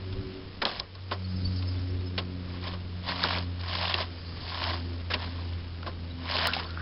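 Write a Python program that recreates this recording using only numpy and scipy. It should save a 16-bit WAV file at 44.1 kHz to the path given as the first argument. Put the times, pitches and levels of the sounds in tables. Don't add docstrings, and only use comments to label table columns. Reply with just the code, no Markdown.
import sys
import numpy as np
from scipy import signal
from scipy.fft import rfft, irfft, next_fast_len
from scipy.io import wavfile
from scipy.ndimage import map_coordinates

SR = 44100
rng = np.random.default_rng(int(sys.argv[2]) if len(sys.argv) > 2 else 0)


def put_to_file(sound):
    columns = np.atleast_2d(sound).T
    safe = np.clip(columns, -1, 1)
    whole_steps = np.round(safe * 32767)
    wavfile.write(sys.argv[1], SR, whole_steps.astype(np.int16))


N = 300497


def amp(db):
    return 10 ** (np.asarray(db) / 20)


def unit(x):
    return x / np.sqrt(np.mean(x ** 2) + 1e-20)


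def curve(rows):
    seconds, values = np.transpose(rows)
    return np.interp(np.arange(N) / SR, seconds, values)


def wobble(rate):
    knots = rng.standard_normal(int(N * rate / SR) + 4)
    return map_coordinates(knots, [np.arange(N) * rate / SR])


def filtered(x, response):
    size = next_fast_len(len(x) + 8192)
    hz = np.fft.rfftfreq(size, 1 / SR)
    return irfft(rfft(x, size) * response(hz), size)[:len(x)]


def colour(points, hz):
    point_hz, point_db = np.transpose(points)
    level_db = np.interp(np.log(hz + 1), np.log(point_hz), point_db)
    shelf = 0.15 + 0.85 / (1 + (hz / 5900) ** 30)
    cepstrum = irfft(np.log(amp(level_db) * shelf))
    half = len(cepstrum) // 2
    fold = np.r_[1, np.full(half - 1, 2), 1, np.zeros(half - 1)]
    return np.exp(rfft(cepstrum * fold))


def resonance(hz, centre, width):
    return 1j * hz * width / (centre ** 2 - hz ** 2 + 1j * hz * width)


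def noise(points):
    return unit(filtered(rng.standard_normal(N), lambda hz: colour(points, hz)))


def contacts(rate, spread_db):
    hits = rng.random(N) < rate / SR
    signs = rng.choice([-1, 1], N)
    sizes = amp(spread_db * np.clip(rng.standard_normal(N), -2, 2))
    return unit(hits * signs * sizes)


def add(out, s, x):
    start = max(round(s * SR), 0)
    out[start:start + len(x)] += x[:max(N - start, 0)]


SWELL_DB = 20
SWELL_BEND = 1.355


def swell(s, rise, hold, fall, db):
    t = np.arange(N) / SR - s
    before = np.maximum(-t, 0) / max(rise, 1 / SR)
    after = np.maximum(t - hold, 0) / max(fall, 1 / SR)
    return amp(db - SWELL_DB * np.minimum(before + after, 10) ** SWELL_BEND)


# start in seconds, rise in seconds, hold in seconds, fall in seconds,
# lost share of the gain in dB. A rise or fall below zero is a step of about one sample.
BACKGROUND_DIP = (.84, -0.67, 0.5, -0.26, -3.5)


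def dip():
    return 1 - np.minimum(swell(*BACKGROUND_DIP), 1)


# time in seconds, rotor turns per second in Hz.
MOTOR_SPEED = [(0, 92.2), (.15, 94.6), (.9, 93.5), (1.4, 92.1), (2, 91.07), (2.7, 89.87), (3.3, 88.99),
               (3.9, 87.9), (4.4, 85.86), (4.9, 86), (5.4, 86.4), (6.1, 85.2), (6.5, 84.3), (6.81, 84.8)]
# time in seconds, level in dB before a slight flutter.
SHAKING = [(0.0, -39), (0.13, -38), (0.19, -46), (0.87, -51.5), (1.02, -40), (1.48, -30), (1.91, -31),
           (2.27, -38), (2.94, -37), (3.15, -41), (3.39, -34), (4.04, -37.5), (4.21, -43), (4.3, -37),
           (4.51, -41), (4.7, -34.5), (5.22, -36.5), (5.56, -33.5), (5.65, -40), (6.45, -37.5), (6.56, -43),
           (6.81, -35.5)]
# order in multiples of the rotor rate, level in dB at average shaking.
SHAKING_OVERTONES = [(2, -54.5), (3, -58), (4, -62.5), (5, -73)]
OVERTONE_FOLLOW = 0.27
# start at full level in seconds, hold in seconds,
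# order in multiples of the rotor rate, level in dB before flutter.
JOINT_BUZZES = [(0.132, 0.25, 4, -47), (.18, 0.085, 2, -51), (.18, 0.19, 3, -51.5), (1.273, .26, 2, -41.5),
                (1.38, 1.2, 3, -51), (1.925, 0.28, 4, -52.5), (2.18, .23, 2, -45.5), (2.5, 0.23, 4, -58),
                (2.636, 0.13, 2, -50.5), (3, 0.43, 2, -48.5), (3.115, 0.37, 3, -50.5),
                (3.78, 0.073, 2, -53.5), (4.717, .2, 3, -48.5), (4.725, 0.19, 4, -55),
                (5.159, 0.35, 3, -53), (6.068, .48, 3, -51), (6.45, 0.11, 2, -51.5)]
BUZZ_RISE_S, BUZZ_FALL_S = 0.14, 0.13
# frequency in Hz, relative density in dB per Hz.
FRAME_SPECTRUM = [(60, -18.5), (130, -4), (250, 1.5), (400, -8.5), (600, -8), (1000, -31)]
RUMBLE_DB, RUMBLE_FOLLOW = -52.5, 0.51


def motor():
    phase = 2 * np.pi * np.cumsum(curve(MOTOR_SPEED)) / SR
    shake_db = curve(SHAKING)
    gains = {1: amp(shake_db)}
    for order, db in SHAKING_OVERTONES:
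        follow_db = OVERTONE_FOLLOW * (shake_db - shake_db.mean())
        gains[round(order)] = dip() * amp(db + follow_db)
    for s, hold, order, db in JOINT_BUZZES:
        buzz = swell(s, BUZZ_RISE_S, hold, BUZZ_FALL_S, db)
        gains[round(order)] = gains[round(order)] + buzz
    hum = 0
    for order, gain in gains.items():
        waver = 0.073 * (order - 1) ** 2 * wobble(24)
        flutter_db = (0.54 + 0.7 * (order - 1)) * wobble(22)
        tone = np.sqrt(2) * np.sin(order * phase + waver)
        hum = hum + gain * amp(flutter_db) * tone
    rumble = unit(gains[3] ** RUMBLE_FOLLOW) * noise(FRAME_SPECTRUM)
    return hum + dip() * amp(RUMBLE_DB) * rumble


# time in seconds, level in dB before it wavers and its two parts are mixed.
RUSTLE_LEVEL = [(0, -46), (.55, -47), (.88, -50.5), (1.05, -48.5), (1.25, -47), (1.6, -45.5), (2.3, -47),
                (3.5, -47), (4.3, -46), (5.4, -46.5), (6, -48), (6.81, -45)]
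# frequency in Hz, relative density in dB per Hz.
RUSTLE_SPECTRUM = [(100, 8.5), (250, 9), (450, 8.5), (750, 0.5), (1100, 2.5), (1700, 0), (2600, -1),
                   (2900, 0.5), (3700, -1), (5400, -1.5)]
# frequency in Hz, relative density in dB per Hz.
SCRAPE_SPECTRUM = [(2500, -40.5), (4100, -4), (4550, 1), (4900, 0), (5400, -5.5)]
# start at full level in seconds, rise in seconds, hold in seconds,
# fall in seconds, level in dB before the scrape wavers.
HARD_RUBS = [(1.45, 0.35, .05, 0.59, -51), (4.326, 0.31, 0.35, 0.44, -52.5)]
RUB_DB = -68


def gears():
    teeth = unit(filtered(contacts(rate=1500, spread_db=1.5), lambda hz: colour(RUSTLE_SPECTRUM, hz)))
    rustle_gain = amp(curve(RUSTLE_LEVEL) + 0.43 * wobble(13))
    rustle = rustle_gain * (amp(-6.5) * noise(RUSTLE_SPECTRUM) + amp(-3) * teeth)
    squeak_hz = 4850 + 220 * wobble(50)
    squeak = np.sin(2 * np.pi * np.cumsum(squeak_hz) / SR)
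    twitter = unit(amp(7 * np.clip(wobble(45), -2, 1.3)) * squeak)
    scrape = amp(1.7 * wobble(36)) * noise(SCRAPE_SPECTRUM)
    rubbing = amp(RUB_DB) + sum(swell(*row) for row in HARD_RUBS)
    return rustle + rubbing * (scrape + amp(-7.5) * twitter)


# start at full level in seconds, hold in seconds, level in dB before the lumps.
WIND_GUSTS = [(0.138, 0.11, -40), (1.31, 0.028, -46), (1.443, 0.02, -43.5), (1.796, 0.17, -52.5),
              (4.34, .07, -46)]
GUST_RISE_S, GUST_FALL_S = 0.029, 0.059
# frequency in Hz, relative density in dB per Hz.
BUFFET_SPECTRUM = [(10, -1.5), (30, -5.5), (55, -0.5), (90, -1.5), (130, -3), (220, -14), (500, -28),
                   (1500, -68)]
WIND_DB = -49


def wind():
    gusts = sum(swell(s, GUST_RISE_S, hold, GUST_FALL_S, db) for s, hold, db in WIND_GUSTS)
    lumps_db = 1.5 * wobble(15)
    return dip() * (amp(WIND_DB) + gusts) * amp(lumps_db) * noise(BUFFET_SPECTRUM)


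# time in seconds, level in dB before the parts are mixed, wall thud in dB beside
# the clatter before the mix, time for the clatter to decay 60 dB in seconds, emphasised pitch in Hz.
STONE_KNOCKS = [(0.125, -36.5, -4, 0.064, 3400), (0.6174, -18.5, -2.5, 0.05, 2000),
                (0.621, -18, -0.5, 0.046, 1050), (0.6534, -10.5, -12, 0.014, 3800),
                (0.654, -28, 8.5, 0.097, 3500), (0.712, -31.5, 2, 0.022, 3500),
                (0.7987, -12, -17.5, 0.015, 4680), (0.952, -34, -6, 0.034, 4500),
                (1.1127, -22, 1, 0.021, 3090), (1.118, -33, 8.5, 0.063, 1100),
                (1.625, -28.5, -10.5, .02, 3800), (2.179, -16.5, -6, 0.028, 2200),
                (2.183, -20, -13, 0.061, 3020), (2.668, -30.5, 3, 0.064, 3000),
                (2.734, -30.5, 0.5, 0.055, 3012), (3.086, -24.5, -6, 0.073, 4230),
                (3.239, -6.5, -12.5, 0.0048, 1507), (3.248, -24.5, -18, 0.053, 2538),
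                (3.368, -27.5, 3, 0.029, 2800), (3.612, -28.5, -23, 0.017, 3500),
                (3.751, -19.5, -13, 0.026, 3500), (3.853, -20.5, -15, 0.024, 3000),
                (3.941, -11, -12.5, 0.025, 3100), (3.998, -32, 8, 0.03, 2500),
                (4.036, -33, -6, 0.024, 2500), (4.494, -30.5, -13, 0.057, 4000),
                (4.64, -14.5, -11, 0.016, 3000), (5.101, -22, -3.5, 0.18, 1500),
                (5.137, -14, -6, 0.048, 2540), (5.829, -29.5, -6, 0.019, 1200),
                (5.863, -29, 7.5, 0.11, 1050), (6.204, -41, -15, 0.028, 3500),
                (6.3669, -12.5, -13.5, 0.015, 3240), (6.385, -17.5, -15, 0.053, 1195),
                (6.4722, -14, -15, 0.0097, 4600), (6.535, -15, -22, 0.035, 2848),
                (6.565, -28.5, -16, 0.0333, 3530), (6.596, -22.5, -7, 0.042, 1000),
                (6.643, -35, 3, 0.03, 3220), (6.706, -32, -17, .02, 4200)]
# frequency in Hz, width in Hz, relative level in dB.
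WALL_MODES = [(234, 32, -0.5), (379, 32, 3.5), (528, 140, 0), (710, 160, -2), (1066, 100, 1.5),
              (1620, 250, -10)]
# frequency in Hz, relative density in dB per Hz before the emphasised pitch.
STONE_SPECTRUM = [(150, -19), (400, -1.5), (900, -4.5), (2000, 0), (3500, 1.5), (5400, 2)]


def wall_response(hz):
    return sum((-1) ** k * amp(db) * resonance(hz, centre, width)
               for k, (centre, width, db) in enumerate(WALL_MODES))


def knocks():
    out, t = np.zeros(N), np.arange(SR // 4) / SR
    for s, db, thud_db, t60, pitch in STONE_KNOCKS:
        stone_noise, wall_noise = rng.standard_normal((2, len(t)))
        stone = lambda hz: colour(STONE_SPECTRUM, hz) * (1 + 2.4 * resonance(hz, pitch, 0.4 * pitch))
        clatter_rise = 1 - np.exp(-t / (0.039 * t60))
        clatter = unit(filtered(stone_noise, stone)) * amp(-60 * t / t60) * clatter_rise
        thud_rise = 1 - np.exp(-t / 0.0042)
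        thud = unit(filtered(wall_noise, wall_response)) * amp(thud_db - 60 * t / 0.13) * thud_rise
        add(out, s - 0.0006, amp(db) * (amp(-3.0) * clatter + amp(-6.5) * thud))
    return out


# start in seconds, starting pitch in Hz,
# time to decay 60 dB in seconds, level in dB before the onset softens it.
BOTTLE_PLINKS = [(.633, 922, 0.05, -25.5), (3.2404, 1270, 0.0096, -8), (5.831, 1340, .012, -28),
                 (6.473, 893, 0.029, -23), (6.484, 1350, 0.031, -18), (6.566, 752, 0.026, -19.5),
                 (6.774, 1280, 0.0072, -14.5), (6.8, 1497, .015, -26.5)]
# start at full level in seconds, rise in seconds, hold in seconds,
# fall in seconds, level in dB.
HOLLOW_RINGS = [(6.489, 0.024, .005, 0.11, -39.5), (6.698, .06, .01, .06, -49), (6.804, .05, .02, .1, -40)]


def bottle():
    out, t = np.zeros(N), np.arange(SR // 10) / SR
    for s, pitch, t60, db in BOTTLE_PLINKS:
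        plink_hz = pitch * (1 + 0.4 * np.minimum(t / t60, 1))
        phase = 2 * np.pi * np.cumsum(plink_hz) / SR
        onset = 1 - np.exp(-t / 0.00086)
        add(out, s, amp(db - 60 * t / t60) * onset * np.sin(phase))
    ring = unit(filtered(rng.standard_normal(N), lambda hz: resonance(hz, 1460, 380) ** 2))
    return out + sum(swell(*row) for row in HOLLOW_RINGS) * ring


# start of full flow in seconds, rise in seconds, hold in seconds,
# fall in seconds, level in dB before the flow wavers and its two parts are mixed.
GRAVEL_SLIDES = [(0.656, .01, 0.0083, .15, -33.5), (0.769, 0.031, .025, 0.016, -45),
                 (1.121, 0.0073, 0.0041, 0.033, -32.5), (2.51, 0.066, 0.068, .03, -49),
                 (2.637, 0.032, 0.057, 0.072, -40.5), (3.094, 0.068, 0.013, 0.076, -33.5),
                 (3.246, 0.14, 0.11, 0.091, -31), (3.779, 0.22, 0.096, 0.19, -32),
                 (3.992, 0.034, 0.017, 0.04, -35), (4.662, 0.32, 0.044, 0.12, -32.5),
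                 (5.209, .05, 0.0091, 0.13, -39), (5.37, 0.054, 0.046, 0.39, -48.5),
                 (6.35, 0.14, .12, 0.054, -29.5), (6.537, 0.031, 0.041, 0.11, -34.5)]
# frequency in Hz, relative density in dB per Hz.
GRAVEL_SPECTRUM = [(150, -25), (420, -10.5), (600, 1), (740, 1.5), (860, -1), (1060, 4.5), (1250, -5),
                   (1700, -1.5), (2100, -4), (2700, -3), (2900, -1), (3300, -1.5), (3700, -2.5),
                   (5400, -1.5)]
PEBBLE_PITCHES = [716, 1070, 1370, 1840, 2260, 3020, 3540, 4150, 4800]


def slides():
    flow = sum(swell(*row) for row in GRAVEL_SLIDES)
    gravel = lambda hz: colour(GRAVEL_SPECTRUM, hz)
    grit = unit(filtered(contacts(rate=5000, spread_db=4.5), gravel))
    rings = np.zeros(N)
    for pitch in PEBBLE_PITCHES:
        b, a = signal.iirpeak(pitch, pitch / 420, SR)
        rings += signal.lfilter(b, a, contacts(rate=100, spread_db=4))
    pebbles = unit(filtered(rings, gravel))
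    mix = amp(-3.5) * grit + amp(-2.6) * pebbles
    return flow * amp(1.5 * wobble(110)) * mix


# middle in seconds, length in seconds, lowest pitch in Hz, peak level in dB.
AXLE_CHIRPS = [(1.25, .022, 4380, -41.5), (1.369, 0.033, 5200, -46.5), (1.458, 0.032, 4500, -32),
               (1.565, .012, 5270, -43), (1.686, .035, 5150, -40), (1.77, .027, 3480, -49),
               (1.798, 0.016, 5320, -46.5), (1.909, 0.031, 5365, -46), (2.001, .016, 3730, -47),
               (2.074, 0.044, 5120, -45), (6.113, .025, 3880, -45), (6.667, 0.025, 4467, -41.5)]


def chirps():
    out = np.zeros(N)
    for s, length, pitch, db in AXLE_CHIRPS:
        u = np.linspace(-1, 1, int(length * SR))
        phase = 2 * np.pi * np.cumsum(pitch * (1 + 0.057 * u ** 2)) / SR
        envelope = np.cos(u * np.pi / 2) ** 2
        add(out, s - length / 2, amp(db) * envelope * np.sin(phase))
    return out


def scene():
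    return (motor() + gears() + wind() + knocks() + bottle() + slides() + chirps())[None]


BAND_HZ, TOP_HZ = 5360, 15800


def bright_tick(s, db):
    out = np.zeros(N)
    out[round(s * SR)] = amp(db)
    return filtered(out, lambda hz: hz > BAND_HZ)


def record(dry):
    narrow = filtered(dry[0], lambda hz: 1 / np.sqrt(1 + (hz / BAND_HZ) ** 220) + 0.016)
    tick = bright_tick(s=6.4722, db=-10)
    return filtered(narrow + tick, lambda hz: hz < TOP_HZ)[None]


dry = scene()
out = record(dry)
put_to_file(out)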